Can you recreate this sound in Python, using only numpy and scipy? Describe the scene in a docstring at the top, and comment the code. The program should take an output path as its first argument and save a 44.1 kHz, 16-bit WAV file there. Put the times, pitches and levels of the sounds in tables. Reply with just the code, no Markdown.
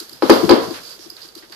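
"""Claws tick and plush scuffs on the laminate floor of a live room: a ferret is shaking a soft toy.
It knocks the toy's hard core down three times, each a clack and a hollow boom of the boards,
then scampers round it, paws thumping and sliding, claws rasping. Two unlike microphone ports
pick it up, left and right, and the hardest knocks overload them."""
import sys
import numpy as np
from scipy import signal
from scipy.fft import rfft, irfft
from scipy.io import wavfile

SR = 44100
rng = np.random.default_rng(int(sys.argv[2]) if len(sys.argv) > 2 else 0)


def wav_record(signal):
    """Record a signal, one row per channel, as 16-bit PCM in the file named by sys.argv[1]."""
    frames = np.transpose(np.atleast_2d(signal))
    bounded = np.clip(frames, -1, 1)
    # unit amplitude maps onto the largest positive 16-bit level
    quanta = np.round(bounded * 32767).astype(np.int16)
    wavfile.write(sys.argv[1], SR, quanta)


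N = 68355
T = np.arange(N) / SR


def from_db(db):
    """Decibels to gain."""
    return 10 ** (np.asarray(db) / 20)


def at_hz(points, hz):
    """Read a table on a log-frequency axis."""
    f, v = np.transpose(points)
    return np.interp(np.log(hz), np.log(f), v)


def rms_one(x):
    """Scale to unit rms."""
    return x / np.sqrt(np.mean(x ** 2) + 1e-20)


def colour(x, points):
    """Causal (minimum-phase) filter through points of f/Hz, level/dB."""
    hz = np.maximum(np.fft.rfftfreq(4 * N, 1 / SR), 1)
    cepstrum = irfft(np.log(from_db(at_hz(points, hz))))
    size = len(cepstrum)
    cepstrum[1:size // 2] *= 2
    cepstrum[size // 2 + 1:] = 0
    return irfft(rfft(x, size) * np.exp(rfft(cepstrum)))[..., :N]


def convolve(x, response):
    """Play x through a response, per channel."""
    return signal.fftconvolve(np.atleast_2d(x), np.atleast_2d(response), axes=1)[:, :N]


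def impulses(rows):
    """One impulse for each row of t/s, level/dB."""
    out = np.zeros(N)
    for s, db in rows:
        out[max(int(s * SR), 0)] += from_db(db)
    return out


def swell(t, peak_s):
    """An envelope that rises to 1 at peak_s and dies away."""
    return t / peak_s * np.exp(1 - t / peak_s)


def diffuse(alike_below_hz=455):
    """White noise from all round, alike at both ports in the bass only."""
    alike = 1 / (1 + (np.fft.rfftfreq(N, 1 / SR) / alike_below_hz) ** 2)
    spectra = rfft(rng.standard_normal((2, N)))
    mid, side = irfft(spectra * np.sqrt([1 + alike, 1 - alike]), N)
    return np.array([mid + side, mid - side]) / np.sqrt(2)


def room(x, build_s=0.002):
    """The live room: reverberation builds quickly and lingers longest in the bass."""
    decay_times = [(100, 0.78), (350, 0.48), (1000, 0.49), (2500, 0.48), (5000, 0.36), (12000, 0.35)]  # reverberation: f/Hz, t60/s
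    edges_hz = [0, 180, 500, 1400, 3500, 7000, SR]
    noise, hz, tail = rfft(diffuse()), np.fft.rfftfreq(N, 1 / SR), 0
    for low, high in zip(edges_hz, edges_hz[1:]):
        band = irfft(noise * ((hz >= low) & (hz < high)), N)
        t60 = at_hz(decay_times, (low + high) / 2)
        tail += band * from_db(-60 * T / t60)
    response = rms_one(tail * (1 - np.exp(-T / build_s))) / np.sqrt(N)
    return convolve(x, response)


def room_tone():
    """The low, steady hush of the room."""
    spectrum = [(25, -8.5), (70, -0.5), (150, 1.5), (330, 5.5), (700, -1.5), (1400, -9.5), (2500, -17),
                (14000, -32)]  # background noise: f/Hz, level/dB
    return from_db(-52) * rms_one(colour(diffuse(), spectrum))


def scuffing(grains_per_s=2100, grain_db=-7.5, spread_db=5):
    """Fur and plush rub the floor: a soft hiss with tiny catches in it."""
    vigour = [(0, -37.5), (.08, -48.5), (.135, -45), (.21, -52), (.24, -39.5), (.29, -35), (.325, -31.5),
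              (.40, -34), (.47, -34), (.57, -44), (.64, -36), (.69, -40.5), (.745, -37), (.80, -43.5),
              (.92, -40), (.98, -48), (1.04, -45.5), (1.14, -50.5), (1.19, -47), (1.255, -44), (1.34, -55),
              (1.385, -43), (1.42, -51.5), (1.48, -53.5), (1.55, -45.5)]  # strength of the rubbing: t/s, level/dB
    spectrum = [(100, -20), (240, -8), (400, 9.5), (750, -0.5), (1400, 7), (2000, -0.5), (2500, -1),
                (3400, 2.5), (4700, 4.5), (6000, 7), (8300, -2), (12000, -2.5), (15000, -5.5)]  # fabric hiss: f/Hz, level/dB
    sizes = from_db(spread_db * np.minimum(rng.exponential(1, N), 5))
    catches = rng.random(N) < grains_per_s / SR
    grains = sizes * catches * rng.standard_normal((2, N))
    rub = rms_one(colour(diffuse() + from_db(grain_db) * rms_one(grains), spectrum))
    return from_db(0.5 + np.interp(T, *np.transpose(vigour))) * rub


def paw_scrapes():
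    """A paw slides on the laminate: friction bites at once and fades."""
    slides = [(0.0, 0.017, -54), (0.738, 0.097, -34.5), (1.173, 0.073, -47), (1.424, 0.048, -45.5),
              (1.52, 0.04, -39.5)]  # paw slips: t/s, length/s, level/dB
    spectrum = [(200, -21), (600, -0.5), (1600, 8), (2400, 2), (4000, -3), (7000, -10.5), (14000, -29)]  # friction noise: f/Hz, level/dB
    level = 0
    for s, length, db in slides:
        corners_s = [s, s + 0.0021, s + length / 2, s + length * 0.91]
        level += from_db(db) * np.interp(T, corners_s, [0.044, 0.89, 0.59, 0.0095])
    return level * rms_one(colour(diffuse(), spectrum))


def claw_ticks(grit_s=0.003, grit_db=-10, echo_s=0.0024):
    """Claws and hard parts snap with a little grit; a near surface returns a briefly ringing echo."""
    clicks = [(0.002, -13.5, -33, 4380), (0.094, -20.5, -43.5, 4900), (0.13, -24.5, -33, 4920),
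              (0.2226, -21.5, -25.5, 4510), (0.3, 0, -11, 4760), (0.4937, -8, -12.5, 4680),
              (0.510, -16.5, -15, 4370), (0.688, -42, -43, 4700), (0.706, -26, -28.5, 4870),
              (0.834, -24, -37.5, 4680), (1.100, -21.5, -28, 5010), (1.1647, -33, -32, 4350),
              (1.2157, -32.5, -32, 4900), (1.22, -39, -35.5, 4410), (1.286, -35, -37, 4610),
              (1.352, -23.5, -34, 4640), (1.503, -37, -48, 4780), (1.522, -27, -33.5, 4500)]  # hard contacts: t/s, snap level/dB, ring level/dB, ring f/Hz
    spectrum = [(300, -19), (1500, -6), (2500, -18), (4700, 2), (7000, -2.5), (14000, -3)]  # the snap: f/Hz, level/dB
    snap_gain, echo_gain = from_db([[-0.5], [3]]), from_db([[-8.5], [-2.5]])  # left, right
    hits = impulses([row[:2] for row in clicks])
    grit = from_db(grit_db) * convolve(hits, np.exp(-T / grit_s))[0] * rng.standard_normal(N)
    snap = colour(hits + grit, spectrum)
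    echo, t = np.zeros(N), T[:SR // 100]
    for s, _, ring_db, hz in clicks:
        phase = 2 * np.pi * hz * t
        ring = np.sin(phase) + from_db(-5.5) * np.cos(0.89 * phase)  # with a weaker, lower mode
        start = int((s + echo_s) * SR)
        echo[start:start + len(t)] += from_db(ring_db) * swell(t, peak_s=0.00086) * ring
    reverb = room(from_db(-2) * snap + from_db(-7.5) * echo)
    return snap_gain * snap + echo_gain * echo + reverb


def floor_thumps(room_db=-22):
    """The hollow floor answers each landing with a short, swelling boom."""
    landings = [(0.006, -26.5), (0.115, -35.5), (0.223, -1.5), (0.2965, 16), (0.427, -1), (0.472, -8),
                (0.495, 6.5), (0.512, 11), (0.574, -6), (0.627, -22.5), (0.665, -21), (0.700, -13.5),
                (0.985, -33.5), (1.055, -29.5), (1.112, -37), (1.240, -35.5), (1.357, -28.5),
                (1.426, -35.5), (1.495, -37.5)]  # weight of toy, body or paw on the boards: t/s, level/dB
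    board_modes = [(148, -54, -39.5, 0.03), (226.6, -22.5, -29.5, 0.021), (267.2, -18, -21, .018),
                   (336.3, -3, -13, 0.013), (422.8, -19.5, -17, 0.015)]  # resonances: f/Hz, left level/dB, right level/dB, rise/s
    boom = 0
    for hz, left_db, right_db, peak_s in board_modes:
        envelope = swell(T, peak_s) ** 4.06
        boom += from_db([[left_db], [right_db]]) * envelope * np.sin(2 * np.pi * hz * T)
    direct = convolve(impulses(landings), boom)
    return direct + from_db(room_db) * room(direct)


def body_flops(right_db=-13.5):
    """The soft body flops on the floor: dull, low thuds, mostly in the left port."""
    falls = [(0.114, -42.5), (0.225, -32), (0.425, -19), (0.497, -22), (0.61, -34), (0.66, -33),
             (0.77, -49), (1.055, -54)]  # soft landings: t/s, level/dB
    spectrum = [(25, -22), (55, -16.5), (90, -9), (140, 0), (200, 1.5), (300, -14), (700, -41.5),
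                (3000, -77)]  # the thud: f/Hz, level/dB
    envelope = convolve(impulses(falls), swell(T, peak_s=0.021) ** 2)
    return envelope * rms_one(colour(diffuse(), spectrum)) * from_db([[0], [right_db]])


def toy_knocks():
    """The hard core rings toy and boards and fills the room; the third knock strikes twice."""
    contacts = [(0.2234, -0.5, -3.5, 1520), (0.2966, 13.5, -6.5, 2780), (0.4929, -1.5, 5.5, 5030),
                (0.5100, 4.5, -4, 4040)]  # core on floor: t/s, level/dB, relative room send/dB, low-pass f/Hz
    modes = [(405.5, -15.5, 0.079), (517, -10.5, 0.037), (609, -12.5, 0.026), (816, -14, 0.044),
             (975, -20, 0.096), (1115, -19, 0.05), (1258, -21.5, .05), (1557, -24.5, 0.04),
             (2260, -19, .015), (3208, -25.5, 0.027)]  # resonances of toy and floor: f/Hz, level/dB, t60/s
    room_spectrum = [(30, -35.5), (90, -16), (170, -14), (260, 6), (340, -1.5), (430, 6.5), (600, -2),
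                     (800, -5.5), (1030, -3), (1500, -11), (2500, -21.5), (4500, -20), (8000, -34.5),
                     (14000, -41.5)]  # the clack as the room returns it: f/Hz, level/dB
    ring = sum(from_db(db - 60 * T / t60) * np.cos(2 * np.pi * hz * T) for hz, db, t60 in modes)
    direct = 0
    for s, db, _, contact_hz in contacts:
        clack = signal.lfilter(*signal.butter(2, contact_hz, fs=SR), ring)
        direct += convolve(impulses([(s, db)]), clack)
    sent = impulses([(s, db + send_db) for s, db, send_db, _ in contacts])
    return direct + from_db(31.5) * room(colour(sent, room_spectrum))


def claw_rasps(left_db=-6):
    """A claw drags, right of centre: friction excites one thin, narrow resonance."""
    drags = [(0.576, 0.18, -47, 4600, 394), (0.817, 0.16, -46, 4720, 197), (0.99, 0.084, -43.5, 5650, 600),
             (1.218, 0.047, -45.5, 4700, 704), (1.373, 0.029, -46.5, 4600, 800)]  # claw slides: t/s, length/s, level/dB, f/Hz, width/Hz
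    out = 0
    for s, length, db, hz, width_hz in drags:
        level = from_db(db) * np.interp(T, s + length * np.array([0, .25, .75, 1]), [0, 1, 1, 0])
        resonance = signal.iirpeak(hz, hz / width_hz, fs=SR)
        out += level * rms_one(signal.lfilter(*resonance, rng.standard_normal((2, N))))
    return out * from_db([[left_db], [0]])


def scene():
    """The tussle over quiet room tone, as it reaches the microphone."""
    return (room_tone() + scuffing() + paw_scrapes() + claw_ticks()
            + floor_thumps() + body_flops() + toy_knocks() + claw_rasps())


def record(dry):
    """Each microphone port colours the sound, loud peaks flatten and the top is cut."""
    left_port = [(60, -3.5), (250, 0.5), (430, 0.5), (1800, 1.5), (2700, -3.5), (3200, 1), (4600, -4.5),
                 (8500, -1), (10500, 6.5), (13500, 9), (15000, -30.5)]  # left response: f/Hz, level/dB
    right_port = [(60, -2), (250, -13), (430, 0), (1800, -0.5), (2700, 4.5), (3700, 7), (4600, 10.5),
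                  (5200, 8.5), (5700, 0), (8500, 0.5), (10500, -6), (15000, -19.5)]  # right response: f/Hz, level/dB
    drive_db, knee, cutoff_hz = -1, 9, 15000
    picked_up = from_db(drive_db) * np.array([colour(dry[0], left_port), colour(dry[1], right_port)])
    clipped = picked_up / (1 + np.abs(picked_up) ** knee) ** (1 / knee)
    return signal.sosfilt(signal.ellip(10, .1, 70, cutoff_hz, fs=SR, output="sos"), clipped)


dry = scene()
out = record(dry)
wav_record(out)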